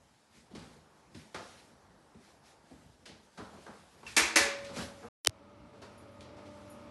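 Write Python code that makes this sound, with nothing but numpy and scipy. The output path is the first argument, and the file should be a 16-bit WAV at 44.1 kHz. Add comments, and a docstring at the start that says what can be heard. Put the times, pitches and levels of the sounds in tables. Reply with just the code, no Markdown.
"""Soles tap and boards thump as someone walks on a wooden floor into a small tiled bathroom; clothes rustle.
A spring switch clacks twice and an extractor fan runs up, humming; small metal parts chink.
The recorder drops out for a moment; electronic clicks sound in the gap, then the sound fades back in.
Contacts are shaped noise bursts with tiled echoes, the fan, squeaks and metal are sines,
and air, rumble, cloth and long room tails are coloured noise."""
import sys
import numpy as np
from scipy import signal
from scipy.fft import rfft, irfft, next_fast_len
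from scipy.io import wavfile
from scipy.ndimage import uniform_filter1d, map_coordinates

SR = 44100
rng = np.random.default_rng(int(sys.argv[2]) if len(sys.argv) > 2 else 0)


def unload_wav(signal):
    """Save mono or channel-first audio to the path in sys.argv[1] as 16-bit WAV at rate SR, clipped to [-1, 1]."""
    wavfile.write(
        sys.argv[1],
        SR,
        np.round(np.clip(np.atleast_2d(signal).T, -1, 1) * 32767).astype(np.int16),
    )


def field_ratio(decibels):
    """Amplitude ratio for a level in dB (20 dB per decade); scalars and array-likes work."""
    return 10 ** (np.asarray(decibels, dtype=float) / 20)


N = 304290

# Motor load as the fan runs up. Each row: time in seconds, hum gain in dB.
FAN_LOAD = [(4.36, -55), (4.6, -0.5), (5.4, -6.5), (6, -1), (6.9, 0)]
# The drop-out: start in seconds, end in seconds.
DROP_OUT = (5.086, 5.299)


def unit(x):
    """Scaled to rms 1."""
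    return x / np.sqrt(np.mean(x ** 2) + 1e-20)


def along(points, hz):
    """(Hz, value) points read on a log frequency axis."""
    f, v = np.transpose(points)
    return np.interp(np.log(hz + 1), np.log(f + 1), v)


def curves(rows):
    """One value per sample for each column after the time."""
    s, *cols = np.transpose(rows)
    return [np.interp(np.arange(N) / SR, s, c) for c in cols]


def wobble(rate):
    """A smooth random curve, rate knots a second."""
    knots = rng.standard_normal(int(N * rate / SR) + 4)
    return map_coordinates(knots, [np.arange(N) * rate / SR])


def filtered(x, response):
    """x filtered by a complex response of frequency."""
    m = next_fast_len(len(x) + 8192)
    return irfft(rfft(x, m) * response(np.fft.rfftfreq(m, 1 / SR)), m)[:len(x)]


def coloured(spectrum):
    """Response with the gains of (Hz, dB) points."""
    return lambda hz: field_ratio(along(spectrum, hz))


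def softened(spectrum, edge_hz):
    """Coloured response whose treble falls away above edge_hz."""
    return lambda hz: field_ratio(along(spectrum, hz)) / np.sqrt(1 + (hz / edge_hz) ** 4)


def resonant(peaks):
    """Causal response of (Hz, width in Hz, dB) resonances, added with alternating sign."""
    def response(f):
        total = 0
        for k, (centre, width, db) in enumerate(peaks):
            damping = 1j * f * width
            total = total + (-1) ** k * field_ratio(db) * damping / (centre * centre - f * f + damping)
        return total
    return response


def rush(spectrum, patchy_db):
    """Noise of rms 1 with patches of random gain in time and frequency."""
    z = signal.stft(rng.standard_normal(N), nperseg=512)[2]
    field = uniform_filter1d(rng.standard_normal(z.shape), 6, 0)
    field = uniform_filter1d(field, 12, 1)
    noise = signal.istft(z * field_ratio(patchy_db * unit(field)), nperseg=512)[1][:N]
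    return unit(filtered(noise, coloured(spectrum)))


def add(track, s, db, length, response, wet_db):
    """Lays a contact into the track: coloured noise that rises and dies with length, and its echo from the tiles."""
    # Decay of the tiled room. Each row: frequency in Hz, t60 in seconds.
    tiles = [(80, 0.47), (260, 0.53), (700, 0.6), (1840, 0.51), (4850, 0.47), (11000, 0.29)]
    u = np.arange(SR * 3 // 4) / SR / np.clip(length, .001, .03)  # time in contact lengths
    delays = rng.uniform(.002, .022, 5)  # s; the nearest walls answer first and comb the colour

    def combed(f):
        reflections = np.exp(-2j * np.pi * np.outer(f, delays)).sum(axis=1)
        return response(f) * (1 + 0.15 * reflections)

    contact = filtered(u * np.exp(-u) * rng.standard_normal(len(u)), combed)
    hz, t, z = signal.stft(rng.standard_normal(len(u)), SR, nperseg=256)
    decay = field_ratio(-60 * t / along(tiles, hz)[:, None])
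    tail = signal.istft(z * decay, SR, nperseg=256)[1][:len(u)]
    echo = filtered(tail * (1 - np.exp(-u * u / 2)), combed)  # builds up while the contact lasts
    sound = unit(contact) + field_ratio(wet_db) * unit(echo)
    sound = field_ratio(db) * sound / np.abs(unit(contact)).max()  # db is the peak of the dry contact
    part = track[round(s * SR):][:len(u)]
    part += sound[:len(part)]


def steps():
    """Each footfall or knock shakes the joists, thumps the boards, slaps with the sole and ticks with the heel."""
    # Footfalls and knocks underfoot. Each row: start in seconds, weight in dB, sole slap in dB,
    # heel tick in dB, contact length in seconds.
    footfalls = [(0.335, -56.5, -66.5, -64, 0.022), (0.502, -48, -65, -60, 0.012),
                 (0.549, -41, -46.5, -42.5, 0.0044), (0.584, -46.5, -55, -53, 0.011),
                 (0.761, -53.5, -61, -58, 0.0046), (1.107, -56, -65, -75, 0.007),
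                 (1.146, -41, -60, -45, 0.0041), (1.158, -51, -60, -62, 0.0046),
                 (1.212, -61, -65, -70, 0.0033), (1.344, -42, -33.5, -35.5, 0.0036),
                 (2.145, -48, -70, -63, 0.0023), (2.704, -47.5, -58, -63, 0.0068),
                 (3.055, -62, -53, -42.5, 0.0059), (3.085, -46, -56.5, -56, 0.008),
                 (3.373, -43.5, -44, -47.5, 0.0079), (3.396, -42, -42, -65, .004),
                 (3.521, -49, -52, -62, 0.019), (3.664, -60.5, -40.5, -50.5, 0.002),
                 (3.678, -48, -46, -60, 0.0036), (3.937, -54, -70, -71, 0.0072),
                 (4.644, -51, -54, -41, .005), (4.689, -45, -45.5, -50, 0.012),
                 (4.756, -34.5, -36.5, -36.5, 0.016), (5.023, -51.5, -44.5, -62, 0.01),
                 (5.726, -63, -56, -65.5, 0.015), (5.816, -53, -46, -47.5, 0.0081),
                 (6.207, -65, -60, -43, 0.001), (6.363, -83.5, -52.5, -58.5, 0.013),
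                 (6.454, -61, -60, -57, 0.0089)]
    # Deep floor resonances. Each row: centre in Hz, width in Hz, gain in dB.
    joists = [(69.4, 59, 1), (112, 66, -0.5)]
    # Plank resonances. Each row: centre in Hz, width in Hz, gain in dB.
    boards = [(141, 91, -2.5), (227, 65, 4.5), (337, 360, -4.5)]
    # Colour of the sole slap. Each row: frequency in Hz, relative level in dB.
    sole = [(180, -37), (300, -5), (520, -3.5), (697, -3.5), (985, -5), (1370, -4.5), (1750, -8),
            (2500, -20), (3250, -53.5), (5500, -120)]
    # Colour of the heel tick. Each row: frequency in Hz, relative level in dB.
    heel = [(880, -16), (1500, -5.5), (3130, -4), (4800, -4.5), (5150, -6.5), (11300, -19), (12500, -39),
            (16200, -73.5), (22000, -120)]
    joist_db = -11.5  # the deep floor answers the weight this much below the boards
    out = np.zeros(N)
    for s, thump_db, slap_db, tick_db, length in footfalls:
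        add(out, s + 0.007, thump_db + joist_db, 1.5 * length, lambda f: resonant(joists)(f) ** 3, wet_db=-4.5)
        add(out, s, thump_db, 1.02 * length, lambda f: resonant(boards)(f) ** 2, wet_db=-0.5)
        edge_hz = 11000 * 2 ** (slap_db / 15.5)  # harder slaps are brighter
        add(out, s, slap_db, length, softened(sole, edge_hz), wet_db=6.0)
        add(out, s, tick_db, 0.79 * length, coloured(heel), wet_db=4.5)
    return out


def squeaks():
    """Short hollow notes underfoot: wavering sines that swell and fade."""
    # Each row: start in seconds, pitch in Hz, peak in dB, length in seconds.
    notes = [(5.031, 479, -45.5, .05), (5.728, 447, -57, 0.038)]
    t = np.arange(N) / SR
    out = np.zeros(N)
    for s, hz, db, length in notes:
        swell = np.sin(np.pi * np.clip((t - s) / length, 0, 1))
        out += field_ratio(db) * swell * np.sin(2 * np.pi * hz * t + 1.2 * wobble(40))
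    return out


def switch():
    """The spring snaps and rattles in its shell, knocks the board behind it, shakes the wall and sets metal singing."""
    # Snaps of the switch. Each row: start in seconds, snap in dB, knock in dB, spring pitch in Hz,
    # rattle length in seconds.
    snaps = [(4.029, -55.5, -43.5, 895, 0.0022), (4.066, -37.5, -56.5, 2690, 0.0023),
             (4.165, -11.5, -22.5, 2300, 0.0028), (4.358, -10, -19, 2040, 0.0024)]
    # Colour of the plastic shell. Each row: frequency in Hz, relative level in dB.
    housing = [(590, -36), (1000, -10.5), (1090, -7.5), (1390, -6.5), (2190, -3), (2910, -8.5), (3790, -7),
               (6420, -7.5), (11500, -14), (12500, -36.5), (16200, -82.5), (22000, -120)]
    # Shell modes that the spring excites. Each row: centre in Hz, width in Hz, gain in dB.
    rattle = [(1530, 97, -1), (1680, 210, -1.5), (1710, 140, 4), (2073, 180, 4.5), (2300, 150, -1),
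              (2475, 59, 8.5), (2690, 47, -0.5), (3260, 68, -9)]
    # The board the switch is screwed to. Each row: centre in Hz, width in Hz, gain in dB.
    ceiling = [(223, 12, -2), (329, 22, 2), (453, 34, -1.5), (570, 26, -3), (765, 106, -5.5), (923, 49, -2),
               (1080, 190, -6.5)]
    # Metal that the second clack sets singing: pitch in Hz, level in dB, t60 in seconds.
    pipe = (561.5, -34.5, 1.72)
    out = np.zeros(N)
    for s, db, knock_db, spring_hz, length in snaps:
        body = softened(housing, 34000 * 2 ** (db / 15))  # gentle snaps are duller

        def shell(f):
            spring = np.abs(resonant([(spring_hz, 1100, 1.5)])(f)) ** 2
            return body(f) * (1 + 1.16 * resonant(rattle)(f) * spring)

        add(out, s, db, length, shell, wet_db=2.5)
        add(out, s + .0095, db - 1, length, shell, wet_db=2.5)  # the spring strikes a second time
        add(out, s, knock_db, length, resonant(ceiling), wet_db=3)
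        thud_db = -41 + .38 * db  # the wall's thud grows with the snap
        add(out, s + 0.032, thud_db, .012, lambda f: resonant([(75, 45, -1)])(f) ** 3, wet_db=-12.5)
    now = np.arange(N) / SR
    # the spring rings on its own pitch as it is cocked
    cocked_s, cocked_hz = snaps[1][0], snaps[1][3]
    t = np.maximum(now - cocked_s, 0)
    ping = np.sin(2 * np.pi * cocked_hz * t + 1.4 * wobble(150)) * (t > 0)
    out += field_ratio(-39 - 60 * t / .13) * ping  # t60 0.13 s
    hz, db, t60 = pipe
    t = np.maximum(now - snaps[-1][0], 0)
    singing = field_ratio(db - 60 * t / t60 + 0.62 * wobble(20)) * np.sin(2 * np.pi * hz * t)
    return out + singing


def fan():
    """The blade tone and its overtones climb as the fan speeds up; the motor hums in unsteady lines."""
    # Blade tone. Each row: time in seconds, pitch in Hz, rms level in dB.
    blade = [(4.4, 540, -76), (5.31, 555.3, -61), (5.45, 577.5, -64), (5.7, 586.2, -67),
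             (6.0, 585.5, -63.5), (6.4, 592.4, -60), (6.9, 588, -58.5)]
    # Partials beside the blade tone. Each row: multiple of its pitch, level relative to it in dB.
    overtones = [(.5, -5), (1.5, -11.5), (2, -17.5)]
    # Motor lines. Each row: frequency in Hz, rms level in dB at full load.
    motor = [(84, -66.5), (100, -66), (123, -68), (200, -65), (237, -66.5), (301, -69), (447, -73),
             (548, -68), (646, -71.5), (1245, -71.5)]
    hz, db = curves(blade)
    t = np.arange(N) / SR
    turn = 2 * np.pi * np.cumsum(hz + 1.28 * wobble(30)) / SR
    partials = np.sin(turn) + sum(field_ratio(level) * np.sin(k * turn) for k, level in overtones)
    blades = field_ratio(db + 1.5 * wobble(9.1)) * partials
    hum = np.zeros(N)
    for f, level in motor:
        hum += field_ratio(level + 3.0 * wobble(12)) * np.sin(2 * np.pi * f * t + 1.4 * wobble(8.9))
    load_db, = curves(FAN_LOAD)
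    running = t > FAN_LOAD[0][0]
    return np.sqrt(2) * (blades + field_ratio(load_db) * hum) * running  # root 2 turns rms into peak


def chinks():
    """Small metal parts touch and ring high: decaying sines with drifting phase and uneven strengths."""
    # Touches. Each row: start in seconds, relative level in dB.
    touches = [(5.975, -56.5), (6.112, -69), (6.697, -49)]
    # Ringing modes of the metal. Each row: frequency in Hz, relative level in dB, t60 in seconds.
    modes = [(7000, -3, 0.17), (9450, -0.5, .2), (9480, -6.5, 0.12), (9640, -3, 0.19), (10550, -3.5, 0.16),
             (10750, -1.5, 0.19), (11100, -11, .12), (11200, -3.5, 0.19), (11500, -3, .14)]
    out, t = np.zeros(N + SR), np.arange(SR // 4) / SR
    for s, db in touches:
        ring = np.zeros(len(t))
        for hz, level, t60 in modes:
            drift = np.cumsum(rng.normal(0, .045, len(t)))
            strength = field_ratio(level + rng.normal(0, 3) - 60 * t / t60)
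            ring += strength * np.sin(2 * np.pi * hz * t + drift)
        rise = 1 - np.exp(-t / 0.0051)
        out[round(s * SR):][:len(t)] += field_ratio(db - 9.5) * ring * rise
    return out[:N]


def glitch():
    """Dry electronic clicks that sweep down into the bass, a whistle swelling into the loudest, and a pop."""
    # Clicks. Each row: time in seconds, peak of the click in dB, low tail relative to the click in dB.
    clicks = [(5.2492, -22, -27.5), (5.2608, -30.5, -16.5), (5.2723, -4.5, -29.5), (5.284, -47, -23),
              (5.2955, -36, -20)]
    # Colour of a click. Each row: frequency in Hz, relative level in dB.
    spark = [(180, -36), (300, -9.5), (1100, -4.5), (5550, 3.5), (7470, -6.5), (9010, 0), (10000, -13),
             (11200, -2), (12500, -24.5), (16200, -68), (22000, -120)]
    # Whistle: pitch in Hz, level in dB, growth time in seconds.
    whistle = (3060, -24.5, 0.0045)
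    # Low bump as the input wakes: start in seconds, pitch in Hz, level in dB, length in seconds.
    pop = (5.2785, 102, -38, .025)
    out, t = np.zeros(N), np.arange(SR // 20) / SR

    def swept(hz):
        cycles = hz / 40 + 1.2 * np.log(hz + 30) - (hz / 11000) ** 2  # treble first, bass last
        return field_ratio(along(spark, hz)) * np.exp(-2j * np.pi * cycles)

    click = filtered(1. * (t == 0), swept)
    click /= np.abs(click).max()
    after = np.maximum(t - .026, 0)
    low = np.sin(2 * np.pi * 90 * after ** 0.69) * np.exp(-after / 0.0045)  # the sweep slows to a thud
    for s, db, low_db in clicks:
        start = round((s - 1 / 40) * SR) - 8  # the filter delays the click by about 1/40 s
        out[start:start + len(t)] += field_ratio(db) * (click + field_ratio(low_db) * low)
    now = np.arange(N) / SR
    hz, db, growth = whistle
    ahead = clicks[2][0] - .0006 - now  # seconds left before the loudest click
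    swell = np.exp(-np.abs(ahead) / growth) + 0.99 * np.exp(-np.abs(ahead) / 0.00065)
    heard = (ahead > 0) * (now > clicks[0][0])
    out += field_ratio(db) * swell * np.sin(2 * np.pi * hz * ahead) * heard
    s, hz, db, length = pop
    bump = np.sin(np.pi * np.clip((now - s) / length, 0, 1))
    return out + field_ratio(db) * bump * np.sin(2 * np.pi * hz * (now - s))


def background():
    """Building rumble, room air turning into fan draught, faint hiss, and soft swells of cloth and room tails."""
    # Air noise as the walker moves through the rooms. Each row: time in seconds, relative level in dB.
    air_path = [(0, -64.5), (.4, -63.5), (.7, -57.5), (1.2, -60.5), (1.6, -57.5), (2.7, -58.5),
                (3.05, -62.5), (3.45, -59), (3.9, -60), (4.6, -53), (5.05, -54.5), (5.6, -56), (6.3, -51.5),
                (6.9, -51)]
    # Colour of the building rumble. Each row: frequency in Hz, relative level in dB.
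    building = [(12, -49), (20, -30), (54, 0.5), (176, -3.5), (231, -4.5), (300, -13), (390, -54),
                (660, -120)]
    # Colour of the still room. Each row: frequency in Hz, relative level in dB.
    room_air = [(88, -52), (150, 0), (746, -0.5), (901, 0.5), (983, -2.5), (1300, -5.5), (1800, -10.5),
                (3000, -28), (3900, -59.5), (6600, -120)]
    # Colour of the fan draught. Each row: frequency in Hz, relative level in dB.
    fan_air = [(88, -50), (150, -18), (305, -4.5), (485, -10.5), (583, -6), (702, -13.5), (885, -9),
               (1050, -12.5), (1360, -11.5), (1540, -19.5), (1950, -20.5), (2200, -18), (2500, -22.5),
               (6000, -32.5), (7800, -71.5), (13200, -120)]
    # Colour of the hiss and the soft swells. Each row: frequency in Hz, relative level in dB.
    soft_colour = [(880, -23.5), (1500, -1), (2260, -2), (2770, -3), (5190, -3.5), (10700, -10),
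                   (12100, -14.5), (12500, -43), (16200, -60.5), (22000, -120)]
    # Soft noise swells: clothes brushing, and long room tails after the 1.344 s knock and the clack.
    # Each row: peak time in seconds, level in dB, fall time in seconds.
    soft_swells = [(0.364, -63, 0.049), (0.627, -64.5, .12), (1.19, -62, 0.075), (1.46, -60.5, 0.17),
                   (2.26, -64.5, 0.069), (2.478, -64, 0.055), (2.748, -69.5, 0.15), (3.21, -74, 0.16),
                   (3.44, -65.5, 0.12), (3.632, -65.5, 0.13), (3.85, -67, 0.39), (4.102, -53, 0.055),
                   (4.601, -61, 0.091), (4.789, -45.5, 0.063), (4.995, -63.5, 0.14), (5.906, -72.5, 0.28),
                   (6.58, -68, 0.26)]
    t = np.arange(N) / SR
    later = t > DROP_OUT[0]
    swell_power = np.zeros(N)
    for s, db, length in soft_swells:
        side = np.where(t < s, 0.51 * length, length)  # rises faster than it falls
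        swell_power += field_ratio(db) ** 2 * np.exp(-((t - s) / side) ** 2)
    share = np.clip((t - FAN_LOAD[0][0]) / 0.47, 0, 1)  # the draught takes over in 0.47 s
    air = np.sqrt(1 - share) * rush(room_air, patchy_db=1.3) + np.sqrt(share) * rush(fan_air, patchy_db=0.9)
    # steady rumble, and a low sway of the floor under each swell
    sway = np.sqrt(field_ratio(np.where(later, -67, -71)) ** 2 + field_ratio(-8.5) ** 2 * swell_power)
    rumble = sway * field_ratio(2.0 * wobble(16) + 2.0 * wobble(4.4)) * rush(building, patchy_db=2.0)
    # steady hiss, and the swells
    soft_level = np.sqrt(field_ratio(np.where(later, -77, -72)) ** 2 + swell_power)
    soft_noise = soft_level * field_ratio(.6 * wobble(35)) * rush(soft_colour, patchy_db=1.5)
    air_db, = curves(air_path)
    return rumble + field_ratio(air_db - 6.0 + 0.47 * wobble(7.8)) * air + soft_noise


def scene():
    """Everything heard on the way into the bathroom and inside it, as one channel."""
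    return (steps() + squeaks() + switch() + fan() + chinks() + background())[None]


def band_limit(x):
    """A steep low-pass at the top of the band."""
    return signal.sosfilt(signal.butter(12, 13030, fs=SR, output="sos"), x)


def record(dry):
    """The microphone's sound cuts out; electronic clicks sound in the gap, then the sound fades back in."""
    # Microphone response. Each row: frequency in Hz, gain in dB.
    microphone = [(20, -10), (45, -4), (70, 0.5), (11700, -0.5), (12300, -22)]
    t = np.arange(N) / SR
    before = np.clip((DROP_OUT[0] - t) / 0.00081, 0, 1)
    after = np.clip((t - DROP_OUT[1]) / .006, 0, 1)
    heard = filtered(dry[0], coloured(microphone))[None] * (before + after)
    return band_limit(heard + glitch())


dry = scene()
out = record(dry)
unload_wav(out)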